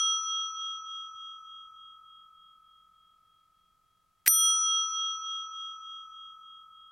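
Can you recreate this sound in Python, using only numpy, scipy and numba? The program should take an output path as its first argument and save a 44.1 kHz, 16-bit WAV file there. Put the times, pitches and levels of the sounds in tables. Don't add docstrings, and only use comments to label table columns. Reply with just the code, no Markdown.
import sys
import numpy as np
from scipy import signal
from scipy.fft import rfft, irfft, next_fast_len
from scipy.io import wavfile
from numba import njit

SR = 44100
rng = np.random.default_rng(int(sys.argv[2]) if len(sys.argv) > 2 else 0)


def dump_mix(stems):
    frames = np.atleast_2d(stems).T
    limited = np.clip(frames, -1, 1)
    pcm = np.round(limited * 32767).astype(np.int16)
    wavfile.write(sys.argv[1], SR, pcm)


N = 305026

# (time [s], strength [dB])
STRIKES = [(-.392, -.2), (4.2776, .2)]
# (frequency [Hz], level [dB], t60 [s])
DOME_MODES = [(1260.8, -40.7, 8.4), (1305.2, -28.5, 5.9), (9115, -8, .61), (12920, -6.5, .31)]
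# (frequency [Hz], level [dB], t60 [s])
FAINT_PARTIALS = [(1965, -81, 5), (2521.6, -59, 4.2), (2610.4, -67, 2.6), (4531.5, -65, 2.4),
                  (4575.6, -69, 2.1), (7157, -61, 1.3), (7695, -76, 3), (12088, -80, 5)]
# (frequency [Hz], level [dB], t60 [s], beat [Hz], twin level re mode [dB], first lull [s])
SPLIT_MODES = [(3270.4, -24, 4.43, 3.365, -2, .029), (5890.8, -13.6, 1.92, 6.1, -20, .112)]
# (frequency [Hz], width [Hz], level [dB])
PLUNGER_MODES = [(1630, 310, 3.5), (1972, 74, 10.5), (2330, 310, 1), (5180, 780, -19), (9440, 560, -21.5)]
# (frequency [Hz], relative density [dB per Hz])
TICK_SPECTRUM = [(300, -28), (1500, -10.5), (4000, -4.5), (8000, -1.5), (12000, -4), (14000, 2.5),
                 (15300, 5.5), (16200, -21)]
# (frequency [Hz], relative density [dB per Hz])
RELEASE_SPECTRUM = [(300, -13), (900, -7), (2500, -7), (4800, -1), (7000, -7.5), (12000, -13), (14000, -32)]
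# (frequency [Hz], gain [dB])
THUMP_RESPONSE = [(30, -3), (100, -1), (480, -2.5), (780, 1), (1050, -7.5), (2000, 6.5), (6000, -14)]
# (frequency [Hz], relative density [dB per Hz])
AIR_SPECTRUM = [(20, -0.5), (55, 1.5), (110, -3), (190, -8.5), (300, -15.5), (480, -15.5), (680, -17),
                (1000, -14), (2500, -18), (6000, -21), (12000, -23), (14000, -25.5)]
# (frequency [Hz], correlation [-1..1])
AIR_LIKENESS = [(30, .5), (100, 0.28), (300, 0.71), (8000, 0.61)]
# (frequency [Hz], level [dB rms])
HUM_TONES = [(118, -99), (177, -93.5), (662, -98.5), (700, -100)]
# (frequency [Hz], t60 [s])
WALL_DECAY = [(200, 0.16), (2000, 0.057), (8000, 0.36), (15000, 0.099)]
# (frequency [Hz], phase lead [rad], level [dB])
PORTS = [(1255, .27, 1), (1310, .14, .8), (3270, .08, .35), (5900, .02, .3), (9000, 0, 0)]

SCRAPE_LEAD_S, SCRAPE_DB, SCRAPE_T60_S, SCRAPE_RISE_S = .019, -28.5, .11, .0087
RATTLE_LEAD_S, RATTLE_GAP_S = .0148, .00405
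RATTLE_DB, RATTLE_LOSS_DB = 6.5, 4.5
LEVER_LEAD_S, LEVER_DB = .0032, 13.5
SETTLE_S, SETTLE_DB = .057, -13.5
PIN_DB, PIN_T60_S = -29.5, .008
CONTACT_RISE_S = .0003
PAW_DB, THUMP_DB = -17.5, -1.5
BLOW_DB, BLOW_T60_S = -6.5, .0099
REBOUND_S, REBOUND_LOSS_DB = .0112, 7
HOLD_S, RELEASE_DB, RELEASE_T60_S = .6255, -48.5, .012
SLOW_BELOW_HZ = 2500
TOP_HZ = 16900


def amp(db):
    return 10 ** (np.asarray(db) / 20)


def unit(x):
    return x / np.sqrt(np.mean(x ** 2) + 1e-20)


def along(points, hz):
    point_hz, value = np.transpose(points)
    return np.interp(np.log(hz + 1), np.log(point_hz + 1), value)


def filtered(x, response):
    size = next_fast_len(N + SR // 2)
    spectrum = rfft(x, size) * response(np.fft.rfftfreq(size, 1 / SR))
    return irfft(spectrum, size)[..., :N]


def noise(spectrum):
    white = rng.standard_normal(N)
    return unit(filtered(white, lambda hz: amp(along(spectrum, hz))))


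def since(start_s):
    return np.maximum(np.arange(N) / SR - start_s, 0)


def sine(hz, t):
    return np.sin(2 * np.pi * hz * t)


def fade(t, t60_s, rise_s):
    return (1 - np.exp(-t / rise_s)) * np.exp(-np.log(1000) * t / t60_s)


def knock(t, t60_s, rise_s=CONTACT_RISE_S):
    return fade(np.maximum(t, 0), t60_s, rise_s)


def push(t):
    return np.abs(t) < .5 / SR


def dome(start_s, attack_s=.001):
    t = since(start_s)

    def envelope(hz, t60_s):
        return fade(t, t60_s, attack_s * (1 + (SLOW_BELOW_HZ / hz) ** 4))

    ring = np.zeros(N)
    for hz, db, t60_s in DOME_MODES + FAINT_PARTIALS:
        ring += amp(db) * envelope(hz, t60_s) * sine(hz, t)
    for hz, db, t60_s, beat_hz, twin_db, lull_s in SPLIT_MODES:
        twin = amp(twin_db) * np.sin(2 * np.pi * (hz * t - beat_hz * (t - lull_s)))
        ring += amp(db) * envelope(hz, t60_s) * (sine(hz, t) - twin)
    return ring


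def air(level_db=-77.5):
    def mid_side_gain(hz):
        angle = np.arccos(np.clip(along(AIR_LIKENESS, hz), -1, 1)) / 2
        return np.array([np.cos(angle), np.sin(angle)])

    sources = np.array([noise(AIR_SPECTRUM), noise(AIR_SPECTRUM)])
    mid, side = filtered(sources, mid_side_gain)
    hum = sum(amp(db) * np.sqrt(2) * sine(hz, since(0)) for hz, db in HUM_TONES)
    return amp(level_db) * np.array([mid + side, mid - side]) + hum


def button_release(t, click):
    return amp(RELEASE_DB) * knock(t - HOLD_S, RELEASE_T60_S) * click


def plastic(hz, low_hz=1200):
    modes = 0
    for k, (centre_hz, width_hz, db) in enumerate(PLUNGER_MODES):
        damping = 1j * hz * width_hz
        modes = modes + (-1) ** k * amp(db) * damping / (centre_hz ** 2 - hz ** 2 + damping)
    return modes * (hz ** 2 / (hz ** 2 + low_hz ** 2)) ** 2


def plunger(t, tick, count=2):
    contacts = [(k * RATTLE_GAP_S - RATTLE_LEAD_S, RATTLE_DB - k * RATTLE_LOSS_DB) for k in range(count)]
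    contacts += [(-LEVER_LEAD_S, LEVER_DB), (SETTLE_S, SETTLE_DB)]
    pushes = sum(amp(db) * push(t - at_s) for at_s, db in contacts)
    clack = filtered(pushes, plastic)
    pin = sum(amp(db + PIN_DB) * knock(t - at_s, PIN_T60_S) for at_s, db in contacts)
    scrape = amp(SCRAPE_DB) * knock(t + SCRAPE_LEAD_S, SCRAPE_T60_S, SCRAPE_RISE_S)
    return clack + (pin + scrape) * tick


def table_thump(t):
    load = amp(PAW_DB) * push(t + RATTLE_LEAD_S) + amp(THUMP_DB) * push(t)
    return filtered(load, lambda hz: amp(along(THUMP_RESPONSE, hz)))


def clapper(t, tick):
    blow = knock(t, BLOW_T60_S)
    rebound = amp(-REBOUND_LOSS_DB) * knock(t - REBOUND_S, BLOW_T60_S)
    return amp(BLOW_DB) * (blow + rebound) * tick


def works():
    tick, click = noise(TICK_SPECTRUM), noise(RELEASE_SPECTRUM)
    out = np.zeros(N)
    for start_s, db in STRIKES:
        t = np.arange(N) / SR - start_s
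        press = plunger(t, tick) + clapper(t, tick) + table_thump(t)
        out += amp(db) * (press + button_release(t, click))
    return out


def room(x):
    white = rng.standard_normal((2, SR // 2))
    hz, t, cells = signal.stft(white, SR, nperseg=256)
    decay = np.exp(-np.log(1000) * t / along(WALL_DECAY, hz)[:, None])
    tail = signal.istft(cells * decay, SR, nperseg=256)[1]
    tail = tail / np.linalg.norm(tail[0])
    return signal.fftconvolve(x[None], tail, axes=1)[:, :N]


def ports(x):
    table = np.array(PORTS)

    def response(hz):
        lead_rad = along(table[:, [0, 1]], hz)
        log_gain = np.log(amp(along(table[:, [0, 2]], hz)))
        return np.exp(np.outer([.5, -.5], 1j * lead_rad + log_gain))

    return filtered(x, response)


def scene(works_wet_db=-19, ring_wet_db=-33):
    ring = sum(amp(db) * dome(start_s) for start_s, db in STRIKES)
    knocks = works()
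    wet = room(amp(works_wet_db) * knocks + amp(ring_wet_db) * ring)
    return ports(ring + knocks) + wet + air()


@njit
def held(excess, keep):
    out = excess.copy()
    for i in range(1, len(out)):
        out[i] = max(out[i], out[i - 1] * keep)
    return out


def limiter(x, ceiling_db=-13.0, attack_s=.0026, release_s=.14):
    level_db = 20 * np.log10(np.abs(x).max(axis=0) + 1e-9)
    excess_db = np.maximum(level_db - ceiling_db, 0)
    peak_db = held(excess_db, np.exp(-1 / (release_s * SR)))
    keep = np.exp(-1 / (attack_s * SR))
    cut_db = signal.lfilter([1 - keep], [1, -keep], peak_db)
    return x * amp(-cut_db)


def record(dry):
    lowpass = signal.cheby2(16, 80, TOP_HZ, fs=SR, output="sos")
    return signal.sosfilt(lowpass, limiter(dry))


dry = scene()
out = record(dry)
dump_mix(out)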